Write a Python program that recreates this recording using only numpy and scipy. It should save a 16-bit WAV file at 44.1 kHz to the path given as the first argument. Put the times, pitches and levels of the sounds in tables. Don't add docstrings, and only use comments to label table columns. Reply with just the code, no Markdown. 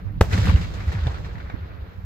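import sys
import numpy as np
from scipy import signal
from scipy.fft import rfft, irfft
from scipy.io import wavfile
from scipy.ndimage import uniform_filter1d

SR = 44100
rng = np.random.default_rng(int(sys.argv[2]) if len(sys.argv) > 2 else 0)


def dump_mix(stems):
    frames = np.atleast_2d(stems).T
    limited = np.clip(frames, -1, 1)
    pcm = np.round(limited * 32767).astype(np.int16)
    wavfile.write(sys.argv[1], SR, pcm)


N = 90404
T = np.arange(N) / SR

# t/s, level/dB
RUMBLE_LEVELS = [(0.0, -35.5), (0.12, -31.5), (0.44, -21.5), (0.48, -20), (0.61, -25.5), (0.76, -31.5),
                 (1.03, -33.5), (1.17, -32), (1.27, -31), (1.41, -35.5), (1.69, -39), (1.78, -40),
                 (2.05, -38.5)]
# t/s, level/dB, darkness (0 bright to 1 dull)
HISS_LEVELS = [(0, -49.5, 1), (.03, -55, 0.99), (.2, -56, 1), (.23, -78, .1), (.29, -44, 0.15),
               (.33, -38, 0.063), (.42, -36, 0.059), (.52, -38, 0.22), (.7, -45, 0.27), (.85, -44, 0.43),
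               (.97, -44, 0.61), (1.1, -42.5, 0.6), (1.3, -49, 0.73), (1.45, -48.5, 0.91), (1.75, -52, 1),
               (2.05, -54.5, 0.91)]
# t/s of the middle, level/dB before the fade, f/Hz, length/cycles
BOOMS = [(0.31, -17, 87, 0.17), (0.3722, -18, 172, 0.77), (0.383, -15, 152, 0.37), (0.802, -25, 93, 1.03),
         (0.3398, -11.5, 90, 0.73), (0.3618, -16.5, 110, 0.56), (0.3994, -8.5, 92, 0.53),
         (0.429, -17.5, 95, 0.79), (0.4728, -16, 132, 0.42), (0.488, -15, 177, 1.1),
         (0.525, -15.5, 175, 0.78), (0.542, -12.5, 125, 0.41), (0.4999, -5.5, 81.5, 0.71),
         (0.5536, -3, 71, 0.45), (0.594, -25, 97, 0.35), (0.6504, -21.5, 97, 0.91),
         (0.8856, -12.5, 77.3, 0.79), (0.9147, -22, 79.4, 0.66), (0.9487, -24.5, 147, 1),
         (.997, -22, 85, 0.64), (.3505, -15, 182, 0.36), (0.966, -18.5, 102, 1.05), (1.034, -16, 65, 0.58),
         (1.0727, -11.5, 102, 0.44), (1.1006, -23.5, 77.5, 0.55), (1.1462, -25.5, 75, 0.78),
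         (1.203, -34.5, 98, 0.38), (1.2331, -28.5, 76, 0.73), (1.3207, -35, 93, 0.54),
         (1.452, -25.5, 69.5, 0.79), (1.058, -18, 87, 0.55), (1.6261, -26.5, 87.5, 1.35),
         (1.7995, -26, 82.5, 0.77), (1.83, -23, 67, 0.35), (2.0448, -23, 79.4, 0.45)]
# t/s of the middle, level/dB before the fade, f/Hz, length/cycles
PUFFS = [(0.068, -16.5, 95, 1), (0.108, -22, 94, 1), (0.179, -14, 101, 0.29), (1.37, -25.5, 88.4, 1),
         (1.5449, -14, 71, 0.31), (1.5433, -24, 257, .7), (1.749, -27.5, 93, 1), (1.988, -26, 79.5, 0.64)]
# t/s, starting level/dB, time to fall 60 dB/s
SPRAY = [(0.209, -33, 0.022), (0.2132, -15, 0.023), (0.219, -28, 0.19)]
# t/s, level/dB before the fade, time above normal pressure/ms, right side late by/ms
SHOCKS = [(0.2107, 12, 1.25, 0.052), (.2131, 10, 0.62, 0.06), (0.21305, 0, 0.25, -0.009),
          (.2138, -1, .3, .05), (.2144, -8, .3, -.1), (.2203, -17, 0.3, .03), (0.2225, -11, 0.5, 0.043),
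          (.2154, -12, .4, .1), (.2209, -14, 1.2, .1), (.2236, -16, .6, 0), (0.2286, -16, 0.4, -0.3),
          (1.0683, -18, 2.5, .05)]
# t/s, level/dB before SLAP_TRIM_DB, left above right/dB,
# time to fall 60 dB/s, rise/ms, darkness (0 bright to 1 dull)
SLAPS = [(0.241, -33.5, -3, 0.31, 6.2, 0), (0.306, -29, 3, 0.49, 8.1, 0), (0.322, -18.5, -2, 0.28, 8.5, 0),
         (0.375, -20.5, -3, 0.081, 3.9, 0), (0.4394, -31, -13.5, 0.12, 4.6, 0.2),
         (0.4515, -23.5, 1.5, 0.19, 5, 0), (0.4726, -20, 1, 0.14, 12, 0.07),
         (0.4907, -20, 5.5, 0.11, 4.8, 0.25), (0.558, -30.5, -4, 0.33, 5, 0.3),
         (0.61, -26, -1.5, 0.22, 5.1, 0.2), (0.6414, -27, 8, 0.054, 4.2, 0.9),
         (0.736, -28.5, 2, 0.12, 3.1, 0.13), (0.803, -26, 2, 0.11, 1.4, 0.96),
         (0.874, -31, -1, 0.32, 5, 0.54), (0.9147, -27.5, 5, 0.15, 15, 0.36), (0.95, -32, -3, 0.24, 4.9, 1),
         (1.041, -39, 1, 0.46, 6, 0.8), (1.067, -26.5, 1.5, 0.13, 3.4, 0.57),
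         (1.143, -34, -1, 0.073, 5.2, 0.5), (1.242, -32.5, -1, 0.27, 4.9, 0.63),
         (1.352, -38.5, -2, 0.091, 4.6, 1), (1.3797, -39, 0, 0.074, 4.3, 0.9),
         (1.398, -35, 3.5, 0.077, 7, 0.94), (1.4972, -34.5, -1, 0.12, 5.2, 1)]
# t/s, starting level/dB, f/Hz, time to fall 60 dB/s, left side late by/ms
CRACKS = [(.3345, -24, 2370, 0.0078, .34), (.378, -20, 1800, 0.0087, -0.49),
          (0.4423, -25.5, 2070, 0.009, -0.48), (0.4553, -16.5, 1700, 0.0056, 0.46),
          (0.4628, -20.5, 2000, 0.0049, 0.46), (0.4719, -12.5, 1300, 0.0043, 0.021),
          (0.489, -20, 1500, 0.006, 0.084), (0.4968, -17, 1140, 0.013, -0.28),
          (.5015, -18, 890, 0.0092, 0.1), (.484, -21.5, 2600, 0.01, 0.1), (.496, -21, 2310, .015, 0.09),
          (.513, -22, 1400, .012, 0.28), (.56, -26.5, 2860, 0.018, 0.26), (.643, -29.5, 2200, 0.011, 0.55),
          (.888, -31.5, 2020, 0.013, 0.66), (.919, -29, 1816, 0.042, 0.36), (.93, -34.5, 1960, .02, 0.47),
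          (.975, -31, 1510, 0.025, 0.44), (.99, -32.5, 1680, 0.023, 0.43), (1.038, -34, 3630, 0.013, 0.39),
          (.925, -31, 800, 0.025, .5), (.952, -27.5, 1830, 0.017, 0.38), (1.063, -29, 1680, .02, 0.5),
          (1.0815, -28.5, 790, 0.018, -0.18), (1.25, -35.5, 1890, 0.013, 0.48),
          (1.069, -34, 1490, 0.023, -.05), (1.0695, -31.5, 3560, 0.03, -0.061),
          (1.0754, -25, 615, 0.02, 0.18), (1.145, -22.5, 1320, 0.0095, -0.3),
          (1.3553, -33.5, 1930, 0.011, 0.58), (1.381, -35, 1930, 0.012, 0.55),
          (1.388, -37, 1770, 0.0073, 0.53), (1.397, -36, 1840, 0.0088, 0.4),
          (1.4015, -30.5, 1450, 0.019, 0.49), (1.412, -37, 2100, 0.0088, 0.57),
          (1.419, -37, 1580, 0.018, 0.51), (1.4992, -27.5, 1560, 0.012, 0.5),
          (1.4995, -37, 2330, .008, .48), (1.501, -41, 3730, 0.0069, 0.5),
          (1.4995, -28.5, 760, 0.015, 0.41)]

# f/Hz, level/dB
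RUMBLE_COLOUR = [(15, -33), (25, -14.5), (59, -4), (80, -5.5), (140, -16), (184, -13), (236, -30),
                 (300, -25), (390, -65), (660, -120)]
BRIGHT_COLOUR = [(200, -1.5), (300, 2.5), (450, 1), (760, -4), (1500, -2.5), (2300, -5.5), (3000, -9),
                 (3900, -8.5), (8000, -20.5), (9000, -33), (13000, -26.5), (16000, -43.5)]
DULL_HISS_COLOUR = [(200, 6.5), (300, 2.5), (450, 6.5), (760, 0), (1500, 0), (2300, -7.5), (3000, -13.5),
                    (3900, -13.5), (8000, -38), (9000, -76), (13000, -83), (16000, -48)]
DULL_SLAP_COLOUR = [(200, -13), (450, -6.5), (760, 2), (1500, 2.5), (2300, 3), (3000, -10), (3900, -7.5),
                    (8000, -33), (16000, -68)]
SPRAY_COLOUR = [(200, -6), (500, 11.5), (1500, -2), (4000, -13.5), (8000, -17), (10000, -29), (13000, -19),
                (16000, -24)]
FLICKER_EDGES = [150, 600, 1200, 2600, 5000, 9000, 17000]

SHOCK_RISE_MS, SHOCK_FADE = 0.13, 1
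THUMP_S, THUMP_DB, THUMP_HZ, THUMP_CYCLES = .2199, -5, 76.5, 0.39
ECHO_LAG_MS = .45
RUMBLE_ALIKE, HISS_ALIKE, SLAP_ALIKE = 0.78, 0.23, 0.29
BASS_LEFT_DB, HISS_LEFT_DB = -1, -1
SLAP_TRIM_DB = -10.5
GRIT_DB, FLICKER_DB = 1, 2
FLICKER_RATE_HZ = 40
MIC_NOISE_DB, MIC_NOISE_HZ = -65, 13300
CEILING, TOP_HZ = .82, 16000


def undb(db):
    return 10 ** (np.asarray(db) / 20)


def colour(x, points, lo=20, hi=20000):
    freqs = np.maximum(np.fft.rfftfreq(N, 1 / SR), 1)
    hz, db = np.array(points, float).T
    gain = undb(np.interp(np.log(freqs), np.log(hz), db, left=-80, right=-80))
    in_band = (freqs > lo) * (freqs < hi)
    return irfft(rfft(x) * gain / np.sqrt(np.mean(gain ** 2 * in_band)), N)


def pair(alike, lag_ms, size=1):
    alike = np.clip(alike, 0, 1)
    shared = size * rng.standard_normal(N)
    both = np.array([np.roll(shared, int(lag_ms * SR / 1000)), shared])
    separate = size * rng.standard_normal((2, N))
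    return np.sqrt(alike) * both + np.sqrt(1 - alike) * separate


def wander(hold, smooth):
    steps = np.repeat(rng.standard_normal(N // hold + 1), hold)
    return uniform_filter1d(steps, smooth)[:N]


def grit():
    return undb(GRIT_DB * wander(130, 60))


def flicker(x):
    hold = int(SR / FLICKER_RATE_HZ)
    freqs, spectrum = np.fft.rfftfreq(N, 1 / SR), rfft(x)
    out = 0
    for lo, hi in zip(FLICKER_EDGES, FLICKER_EDGES[1:]):
        band = irfft(spectrum * (freqs >= lo) * (freqs < hi), N)
        out = out + undb(FLICKER_DB * wander(hold, hold)) * band
    return out


def airy(noise, dark, far_colour):
    dark = np.clip(dark, 0, 1)
    bright = colour(noise, BRIGHT_COLOUR, lo=1000, hi=6000)
    dull = colour(noise, far_colour, lo=1000, hi=6000)
    return (1 - dark) * bright + dark * dull


def boom(at, db, hz, cycles):
    turns = (T - at) * hz
    fade = np.exp(-.5 * (turns / cycles) ** 2)
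    return -undb(db) * np.sin(2 * np.pi * turns) * fade


def background_and_echoes():
    left_right = np.array([[.5], [-.5]])
    rumble_t, rumble_db = np.array(RUMBLE_LEVELS).T
    hiss_t, hiss_db, hiss_dark = np.array(HISS_LEVELS).T

    rumble = colour(pair(RUMBLE_ALIKE, ECHO_LAG_MS / 2), RUMBLE_COLOUR)
    rumble = rumble * undb(np.interp(T, rumble_t, rumble_db))
    booms = sum(boom(*b) for b in BOOMS)
    bass = (rumble + booms) * undb(BASS_LEFT_DB * left_right)

    noise = pair(HISS_ALIKE, ECHO_LAG_MS, size=grit())
    hiss = airy(noise, np.interp(T, hiss_t, hiss_dark), DULL_HISS_COLOUR)
    hiss = hiss * undb(np.interp(T, hiss_t, hiss_db))
    return bass + flicker(hiss) * undb(HISS_LEFT_DB * left_right)


def wind():
    right_only = np.array([[0], [1]])
    return right_only * sum(boom(*p) for p in PUFFS)


def spray():
    level = 0
    for at, db, t60 in SPRAY:
        level = level + (T > at) * undb(db - 60 * np.maximum(T - at, 0) / t60)
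    return level * colour(pair(HISS_ALIKE, 0), SPRAY_COLOUR, lo=515, hi=5500)


def burst():
    shocks = np.zeros((2, N))
    for at, db, push_ms, right_late_ms in SHOCKS:
        t_ms = np.maximum((T - at) * 1000 - np.array([[0], [right_late_ms]]), 0)
        rise = np.sin(np.minimum(t_ms / SHOCK_RISE_MS, 1) * np.pi / 2) ** 2
        fall = (1 - t_ms / push_ms) * np.exp(-SHOCK_FADE * t_ms / push_ms)
        shocks += undb(db) * rise * fall
    thump = -boom(THUMP_S, THUMP_DB, THUMP_HZ, THUMP_CYCLES)
    return shocks + thump * (T > SHOCKS[0][0])


def slaps():
    power = np.full((2, N), 1e-18)
    dark_power = np.zeros((2, N))
    for at, db, left_db, t60, rise_ms, dark in SLAPS:
        t = np.maximum(T - at, 0)
        rise_s = max(rise_ms, .3) / 1000
        rise = np.minimum(t / rise_s, 1)
        fall_db = 60 * np.maximum(t - rise_s, 0) / max(t60, .01)
        shape = rise * undb(db + SLAP_TRIM_DB - fall_db)
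        slap_power = shape ** 2 * undb(np.array([[left_db], [-left_db]]))
        power = power + slap_power
        dark_power = dark_power + slap_power * np.clip(dark, 0, 1)
    noise = pair(SLAP_ALIKE, ECHO_LAG_MS, size=grit())
    hiss = airy(noise, dark_power / power, DULL_SLAP_COLOUR)
    return np.sqrt(power) * flicker(hiss)


def cracks():
    out = 0
    for at, db, hz, t60, left_late_ms in CRACKS:
        t = np.maximum(T - at - np.array([[left_late_ms / 1000], [0]]), 0)
        out = out + undb(db - 60 * t / t60) * np.sin(2 * np.pi * hz * t)
    return out


def scene():
    return background_and_echoes() + wind() + spray() + burst() + slaps() + cracks()


def record(dry):
    edges = [0.89 * MIC_NOISE_HZ, 1.15 * MIC_NOISE_HZ]
    band = signal.butter(2, edges, "band", fs=SR, output="sos")
    own_noise = undb(MIC_NOISE_DB) * signal.sosfilt(band, rng.standard_normal(dry.shape))
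    rounded = CEILING * np.tanh(dry / CEILING)
    top_cut = signal.ellip(8, .2, 70, TOP_HZ, fs=SR, output="sos")
    return signal.sosfilt(top_cut, rounded + own_noise)


dry = scene()
out = record(dry)
dump_mix(out)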